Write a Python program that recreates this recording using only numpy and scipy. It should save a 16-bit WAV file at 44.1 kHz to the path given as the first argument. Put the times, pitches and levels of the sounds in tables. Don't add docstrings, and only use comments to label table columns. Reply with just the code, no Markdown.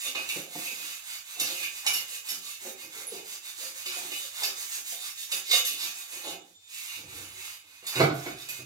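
import sys
import numpy as np
from scipy import signal
from scipy.fft import rfft, irfft, next_fast_len
from scipy.io import wavfile

SR = 44100
rng = np.random.default_rng(int(sys.argv[2]) if len(sys.argv) > 2 else 0)


def wrap_up_sound(samples):
    columns = np.atleast_2d(samples).T
    tamed = np.clip(columns, -1, 1)
    steps = np.round(tamed * 32767).astype(np.int16)
    wavfile.write(sys.argv[1], SR, steps)


N = 381465
STEP = 100
BITE_S = 0.0023


# (start [s], length [s], relative hiss level [dB], ringing added to the hiss level [dB],
# dull drag added to the hiss level [dB], pitch of the pan modes favoured under the pad [Hz])
STROKES = [(-0.067, 0.22, -32, -5.5, -21, 3100), (0.122, 0.16, -40, 1.5, -7.5, 2180),
           (0.216, 0.26, -35, -3.5, -14.5, 2700), (0.433, 0.38, -35.5, -3, -17.5, 2180),
           (0.678, 0.38, -36.5, -3, -15.5, 2440), (0.994, 0.25, -37, -3, -14.5, 3680),
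           (1.212, 0.21, -39.5, -3.5, -15, 2890), (1.36, 0.21, -32.5, -0.8, -14.5, 4230),
           (1.48, 0.26, -34.9, -0.5, -20, 2190), (1.687, 0.17, -37, -5, -17, 2540),
           (1.82, 0.13, -33, -5, -8, 2440), (1.886, 0.18, -35, -2.5, -13, 2470),
           (2.035, 0.19, -34.5, -4.5, -21.5, 2930), (2.202, 0.21, -34, -7.5, -16.5, 3480),
           (2.373, 0.22, -37, -3, -21.5, 2950), (2.559, 0.2, -36.5, -8.1, -17.5, 2180),
           (2.737, 0.16, -41.5, -2, -15, 2200), (2.871, 0.22, -38, -3.5, -12.5, 2200),
           (3.048, 0.19, -40, -1.5, -16, 3720), (3.207, 0.21, -37, -5.5, -18, 4870),
           (3.401, 0.15, -37.5, -4.3, -16, 3680), (3.516, 0.23, -35, -5, -16, 4940),
           (3.713, 0.14, -36.5, -6.5, -16.5, 4900), (3.796, 0.32, -34.5, -2, -13, 2180),
           (4.008, 0.35, -35, -3.5, -19.5, 3630), (4.295, 0.27, -33, -2.5, -12.5, 3770),
           (4.525, 0.17, -33, -5, -18.5, 4900), (4.646, 0.19, -32.0, -6, -20, 4900),
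           (4.812, 0.18, -32.0, -7.4, -24.5, 2440), (4.944, 0.21, -35.5, -2, -16.5, 5000),
           (5.13, 0.16, -35, -4, -25.5, 4900), (5.265, 0.17, -31.5, -8, -16, 4200),
           (5.415, 0.17, -37, 3, -24, 4930), (5.485, 0.14, -25, -0.5, -15, 3030),
           (5.608, 0.18, -34, 0, -24, 3540), (5.736, 0.2, -33.5, 1.5, -15, 4770),
           (5.887, 0.2, -38, -7, -16.5, 4900), (6.037, 0.22, -37.0, -5.3, -17, 2500),
           (6.192, 0.18, -40.0, 3.5, -10, 2380), (6.373, 0.22, -58.5, -14, -15, 2490),
           (6.56, 0.13, -61, -2, -13.5, 3600), (6.65, 0.27, -37.5, -3, -21.5, 2340),
           (6.816, 0.24, -40.5, 1.5, -12.5, 2440), (7.005, 0.35, -41, -2.7, -11.5, 2440),
           (7.264, 0.358, -40, -1.5, -13, 2340), (7.574, 0.34, -53, -0.1, -9.5, 2440),
           (7.816, 0.19, -41.5, -0.9, -5.5, 4330), (7.911, 0.18, -34.5, -5, 0.0, 2140),
           (8.089, 0.19, -44.0, -0.3, -6, 2200), (8.195, 0.17, -43.5, -0.5, -5, 2200),
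           (8.34, 0.14, -44, 2.5, -11, 3730), (8.432, 0.23, -42, -1, -12, 2180)]
STROKE_SHAPE = 1.56


def strokes():
    t = np.arange(N // STEP + 1) * STEP / SR
    sums = 1e-9
    for start, length, hiss_db, ring_db, drag_db, hz in STROKES:
        progress = np.clip((t - start) / length, 0, 1)
        loudness = np.sin(np.pi * progress).clip(0) ** STROKE_SHAPE
        hiss, ring, drag = from_db([hiss_db, hiss_db + ring_db, hiss_db + drag_db])
        sums = sums + loudness * np.array([[hiss], [ring], [drag], [ring * hz]])
    hiss_gain, ring_gain, drag_gain = map(every_sample, sums[:3])
    favoured_hz = sums[3] / sums[1]
    return hiss_gain, ring_gain, drag_gain, favoured_hz


# (time [s], relative level [dB], contact length [s], brightness [dB per octave])
CATCHES = [(0.056, -29, 0.023, -2.5), (0.148, -21, 0.012, -9.5), (0.2863, -21.5, 0.0096, -2),
           (0.65, -31, 0.0094, -0.5), (1.3972, -15.5, 0.0094, 1), (1.628, -25.5, 0.0086, -4),
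           (1.863, -11.5, 0.0085, -2), (1.932, -24, 0.014, 3.5), (2.285, -30, 0.016, 4.5),
           (3.855, -26, 0.016, -2.5), (4.117, -25, 0.008, -10), (4.4295, -20.5, 0.013, -2),
           (5.315, -16.5, 0.01, -1), (5.509, -15.5, 0.014, -2), (5.547, -29, 0.004, -18),
           (5.649, -26.5, 0.011, 6.5), (5.67, -28, 0.0057, 4), (5.819, -33, 0.0094, -7),
           (7.865, -29.5, 0.024, 2), (7.95, -23.5, 0.018, -6), (8.486, -30.5, 0.011, 5)]
# (frequency [Hz], width [Hz], relative level [dB])
PAN_MODES = [(1160, 40, -17), (1750, 60, -14), (2120, 30, -6), (2320, 30, -4), (2520, 26, -2),
             (2650, 30, -6), (2830, 22, -3), (2960, 22, -3), (3530, 30, -5), (3625, 28, 0), (3720, 18, 2),
             (3820, 22, 1), (4376, 24, -4), (4432, 20, -4), (4865, 30, -1), (5500, 60, -7), (6100, 40, -8),
             (6350, 20, -4), (6580, 30, -6), (6730, 22, -2), (7160, 60, -8), (7500, 40, -5), (8020, 90, -8),
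             (9394, 18, -8), (10900, 60, -10), (11600, 140, -11), (12200, 70, -12), (12700, 70, -11)]
# (frequency [Hz], relative level per Hz [dB])
PAN_BODY = [(900, -17), (1700, -18.5), (2300, -1), (3200, 8), (3800, 19), (5000, 2), (6500, -15.5),
            (10000, -87)]
# (frequency [Hz], relative level per Hz [dB])
HISS_AS_HEARD = [(1060, -64), (1800, -10.5), (2460, -20), (3200, -12), (3800, -16), (5500, -14), (7950, -1),
                 (8350, -9), (10000, -17.5), (12400, -15.5), (15000, -19), (16000, -12)]
# (frequency [Hz], relative level per Hz [dB])
PAD_DRAG = [(250, -20), (500, -20), (900, 1), (1300, 0), (1900, -2.5), (2400, 5.5), (4000, -145)]


def scouring(hiss_gain, ring_gain, drag_gain, favoured_hz):
    slips = grains(per_s=9000, spread_db=2.0)
    grit = grains(per_s=2500, spread_db=3.0)
    hiss = from_db(-3.5) * hiss_gain * coloured(slips, HISS_AS_HEARD)
    rasp_force = from_db(-5) * contacts(CATCHES, 8000, scatter_db=1, pivot_hz=3920)
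    rasp = rasp_force * coloured(grit, HISS_AS_HEARD)
    drag = from_db(-1.5) * drag_gain * coloured(slips, PAD_DRAG)
    ring = struck(PAN_MODES, from_db(-7.0) * ring_gain, CATCHES, slips, wander_db=3.5, scatter_db=2.5,
                  pivot_hz=3880, blow_db=-5.5, favoured_hz=favoured_hz, favour_db=5)
    jolts = from_db(-21) * contacts(CATCHES, 3400, scatter_db=0, pivot_hz=4000)
    crowd = (from_db(-8) * ring_gain + jolts) * coloured(grit, PAN_BODY)
    return hiss + rasp + drag + ring + crowd


# (start [s], relative peak level [dB], time to peak [s])
ROCKING = [(0.04, -46, 0.042), (0.13, -33, 0.029), (0.309, -42.5, 0.065), (0.63, -46, 0.05),
           (1.35, -38, 0.069), (1.84, -44, .05), (2.28, -57, 0.057), (2.6, -48.5, 0.054), (2.82, -47, 0.02),
           (2.92, -45, 0.072), (3.11, -50, 0.068), (3.57, -53.5, .06), (3.849, -43.5, 0.017),
           (3.97, -38.5, 0.036), (4.1, -41, 0.018), (4.372, -43, 0.045), (4.75, -50, 0.021),
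           (5.3, -53, 0.036), (5.49, -40.5, 0.024), (5.65, -50.5, .07), (5.81, -44.5, 0.021),
           (6.1, -47.5, 0.077), (6.231, -28, 0.027), (6.95, -47.5, 0.11), (7.629, -59, 0.027),
           (7.83, -55, .04)]


def rocking():
    t = np.arange(N // STEP + 1) * STEP / SR
    out = 0
    for start, db, rise in ROCKING:
        u = np.maximum(t - start, 0) / rise
        out = out + from_db(db) * u * np.exp(1 - u)
    return every_sample(out)


# (time [s], relative level [dB], contact length [s], brightness [dB per octave])
BUMPS = [(0.052, -47, 0.029, 3), (0.148, -27, 0.01, 3), (0.356, -21, 0.011, -10.5),
         (0.548, -31.5, 0.022, -2), (0.71, -46, 0.013, -5), (1.39, -53, 0.029, -18),
         (1.857, -47, 0.0097, 38), (2.299, -54, 0.029, -9.5), (2.645, -34.5, 0.02, -4),
         (3.117, -32, 0.021, -1.5), (3.961, -29.5, 0.0091, 11), (4.418, -38, 0.011, 26),
         (4.919, -41.5, 0.024, 12), (5.325, -42, 0.013, 11), (5.522, -42.5, 0.021, 32),
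         (6.261, -37.5, 0.058, 9)]
# (frequency [Hz], width [Hz], relative level [dB])
RIM_MODES = [(176, 16.4, -18), (269.4, 19.5, -0.5), (271, 95, -7), (376.3, 23, -1), (430, 50, -4.5),
             (525.4, 31, 5), (685, 46, -26.5), (702, 29, -3.5), (815, 130, -15.5)]
# (frequency [Hz], relative level per Hz [dB])
RIM_BODY = [(80, -29), (200, -19.5), (400, -7.5), (900, 3), (1300, -17), (3000, -49)]
SHAKE_DB = -24.5


def rim(hiss_gain):
    level = rocking() + from_db(SHAKE_DB) * hiss_gain
    slips = grains(per_s=1900, spread_db=3.5)
    knocks = contacts(BUMPS, 500, scatter_db=0, pivot_hz=400)
    thud_gain = from_db(-19) * level + from_db(-34) * knocks
    thud = thud_gain * coloured(slips, RIM_BODY)
    modes = struck(RIM_MODES, from_db(-12.5) * level, BUMPS, slips, wander_db=5.5, scatter_db=1.0,
                   pivot_hz=450, blow_db=-6.5)
    return thud + modes


# (time [s], relative level [dB], contact length [s], brightness [dB per octave])
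BANGS = [(7.824, -53.5, 0.023, 6.5), (7.951, -28, 0.086, -3), (7.995, -9.5, 0.024, 2),
         (8.024, -19, 0.0049, 0.1), (8.098, -19.5, 0.0079, -0.5), (8.259, -25, 0.012, 2.5),
         (8.308, -41, 0.023, -5), (8.479, -47.5, 0.034, 2), (8.587, -39.5, 0.013, -3.5)]
# (frequency [Hz], width [Hz], relative level [dB])
BASIN_MODES = [(129, 7, 3), (165, 12, -10), (230, 20, -12), (312, 14, -6), (365, 14, -6), (417, 14, -3),
               (480, 20, -11), (555, 20, -11), (667, 16, -11), (695, 10, -5), (785, 25, -12),
               (910, 30, -15), (1114, 35, -16), (1206, 35, -15), (1464, 40, -15), (1930, 45, -16),
               (2035, 45, -16), (2150, 45, -16), (2240, 45, -16)]
# (frequency [Hz], relative level per Hz [dB])
BASIN_BODY = [(50, -13), (120, -14), (400, 4), (800, -5.5), (1500, -10.5), (2400, -24.5), (4000, -11.5),
              (8000, -42), (16000, -60)]


def basin():
    slips = grains(per_s=6000, spread_db=2.0)
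    modes = struck(BASIN_MODES, 0, BANGS, slips, wander_db=-1.5, scatter_db=1.5, pivot_hz=544, blow_db=-5)
    blows = contacts(BANGS, 1000, scatter_db=0, pivot_hz=500)
    crowd = from_db(-7.0) * blows * coloured(slips, BASIN_BODY)
    return modes + crowd


# (time [s], relative level [dB], central pitch [Hz])
CLINKS = [(1.4004, -41, 11650), (1.8645, -37, 9430), (3.0697, -40, 10350), (5.643, -44, 11700),
          (8.1439, -53.5, 11600)]


def bangles():
    out = np.zeros(N)
    t = np.arange(SR // 10) / SR
    for s, db, hz in CLINKS:
        mode_hz = hz * (1 + .05 * rng.standard_normal(6))
        cluster = np.sin(2 * np.pi * mode_hz[:, None] * t).sum(axis=0)
        ring = cluster * np.exp(-t / .007)
        i = round(s * SR)
        out[i:i + len(t)] += from_db(db + 1.0) * ring
    return out


# (time [s], pitch [Hz], relative level [dB])
SQUEAK = [(6.42, 3660, -61), (6.428, 3600, -74), (6.47, 3800, -94), (6.524, 3540, -89), (6.554, 3590, -68),
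          (6.67, 3586, -74), (6.68, 3650, -59)]


def squeak():
    hz, db = in_time(SQUEAK)
    waver = 1 + 0.0013 * every_sample(drift(40))
    phase = 2 * np.pi * np.cumsum(hz * waver) / SR
    tone = np.sin(phase) + from_db(-3) * np.sin(2 * phase)
    on = np.arange(N) < SQUEAK[-1][0] * SR
    return on * from_db(db + 14.5) * tone


# (time [s], level [dB])
RUMBLE = [(6.9, -85), (6.92, -91), (6.966, -69), (7.118, -62), (7.188, -62), (7.26, -63), (7.55, -88),
          (7.668, -95), (7.8, -95)]


def rumble():
    db, = in_time(RUMBLE)
    band = signal.butter(2, [55, 130], "band", fs=SR, output="sos")
    deep = signal.sosfilt(band, rng.standard_normal(N))
    return from_db(db) * rms_one(deep)


# (frequency [Hz], time to fall 60 dB [s])
KITCHEN_T60 = [(100, .45), (500, .36), (2000, .33), (6000, .25), (14000, .18)]


def kitchen(x):
    t = np.arange(SR // 2) / SR
    white = rng.standard_normal((2, len(t)))
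    onset = 1 - np.exp(-t / .006)
    tail = 0
    for low in 60 * 2 ** np.arange(8):
        octave = signal.butter(2, [low, 2 * low], "band", fs=SR, output="sos")
        decay = from_db(-60 * t / at_hz(KITCHEN_T60, 1.41 * low))
        band = signal.sosfilt(octave, white) * decay * onset
        tail = tail + band * np.sqrt(low / np.sum(band ** 2, axis=1, keepdims=True))
    tail = tail / np.sqrt(np.sum(tail ** 2, axis=1, keepdims=True))
    return signal.fftconvolve(x[None], two_ports(*tail), axes=1)[:, :N]


# (frequency [Hz], relative level per Hz [dB])
HOUSE = [(30, -5), (65, -20), (100, 5), (140, -21), (400, -26), (900, -10), (1500, -39), (3500, -0.5),
         (9000, -11), (16000, -48)]
HOUSE_DB = -63


def house():
    noise = coloured(rng.standard_normal((2, N)), HOUSE)
    return from_db(HOUSE_DB) * two_ports(*noise)


LEFT_LAG = 8
ALIKE_BELOW_HZ, LEFT_DB = 330, -4.6
BASS_UNLIKE = .15


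def two_ports(right, left):
    def split(kind, pair):
        once = signal.butter(2, ALIKE_BELOW_HZ, kind, fs=SR, output="sos")
        return signal.sosfilt(np.tile(once, (2, 1)), pair)

    long_waves = split("low", [right + BASS_UNLIKE * (left - right), right])
    short_waves = split("high", [from_db(LEFT_DB) * left, right])
    return long_waves + short_waves


def struck(modes, steady, events, slips, wander_db, scatter_db, pivot_hz, blow_db, favoured_hz=1, favour_db=0):
    total = np.sqrt(sum(from_db(2 * db) * np.pi * width / SR for hz, width, db in modes))
    out = np.zeros(N)
    for k, (hz, width, db) in enumerate(modes):
        favour = favour_db * np.exp(-(np.log2(hz / favoured_hz) / 0.39) ** 2)
        reach = every_sample(from_db(favour + wander_db * drift(6.2)))
        force = steady + from_db(blow_db) * contacts(events, hz, scatter_db, pivot_hz)
        sign = (-1) ** k
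        out += sign * from_db(db) / total * resonance(slips * force * reach, hz, width)
    return out


def contacts(events, hz, scatter_db, pivot_hz):
    out = np.zeros(N)
    for s, db, length, tilt_db in events:
        length = max(length, .002)
        t = np.arange(int(6 * length * SR)) / SR
        force = np.exp(-t / length) * (1 - np.exp(-t / BITE_S))
        level_db = db + tilt_db * np.log2(hz / pivot_hz) + scatter_db * rng.normal()
        i = round(s * SR)
        out[i:i + len(force)] += from_db(level_db) * force[:N - i]
    return out


def resonance(x, hz, width_hz):
    r = np.exp(-np.pi * width_hz / SR)
    feed = np.array([1, 0, -1]) * (1 - r * r) / 2
    return signal.lfilter(feed, [1, -2 * r * np.cos(2 * np.pi * hz / SR), r * r], x)


def grains(per_s, spread_db):
    sizes = from_db(spread_db * np.minimum(rng.exponential(1, N), 4))
    signs = rng.choice([-1, 1], N)
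    return rms_one(sizes * signs * (rng.random(N) < per_s / SR))


def coloured(x, spectrum):
    size = next_fast_len(N)
    hz = np.maximum(np.arange(size // 2 + 1) * SR / size, 1)
    shaped = rfft(x, size) * from_db(at_hz(spectrum, hz))
    return rms_one(irfft(shaped, size)[..., :N])


def drift(rate_hz):
    r = np.exp(-2 * np.pi * STEP * rate_hz / SR)
    noise = rng.standard_normal(N // STEP + 1001)
    settled = signal.lfilter([1], [1, -2 * r, r * r], noise)[1000:]
    return rms_one(settled)


def every_sample(slow):
    return np.interp(np.arange(N) / STEP, np.arange(len(slow)), slow)


def in_time(rows):
    s, *columns = np.transpose(rows)
    return [np.interp(np.arange(N) / SR, s, c, left=-200, right=c[-1]) for c in columns]


def at_hz(points, hz):
    point_hz, value = np.transpose(points)
    return np.interp(np.log(hz), np.log(point_hz), value)


def from_db(db):
    return 10 ** (np.asarray(db) / 20)


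def rms_one(x):
    return x / np.sqrt(np.mean(x ** 2) + 1e-20)


KITCHEN_DB = 4


def scene():
    pad = strokes()
    sink = scouring(*pad) + rim(pad[0]) + basin() + bangles() + squeak() + rumble()
    late = np.concatenate([np.zeros(LEFT_LAG), sink[:-LEFT_LAG]])
    direct = two_ports(sink, late)
    share = from_db([6.0 * drift(6.0) for spot in range(3)])
    share = share / np.sqrt(np.sum(share ** 2, axis=0))
    echoes = sum(kitchen(sink * every_sample(part)) for part in share)
    return direct + from_db(KITCHEN_DB) * echoes + house()


BASS_CUT_HZ, CUTOFF_HZ = 65, 16600


def record(dry):
    thin = signal.sosfilt(signal.butter(2, BASS_CUT_HZ, "high", fs=SR, output="sos"), dry)
    return signal.sosfilt(signal.cheby2(16, 80, CUTOFF_HZ, fs=SR, output="sos"), thin)


dry = scene()
out = record(dry)
wrap_up_sound(out)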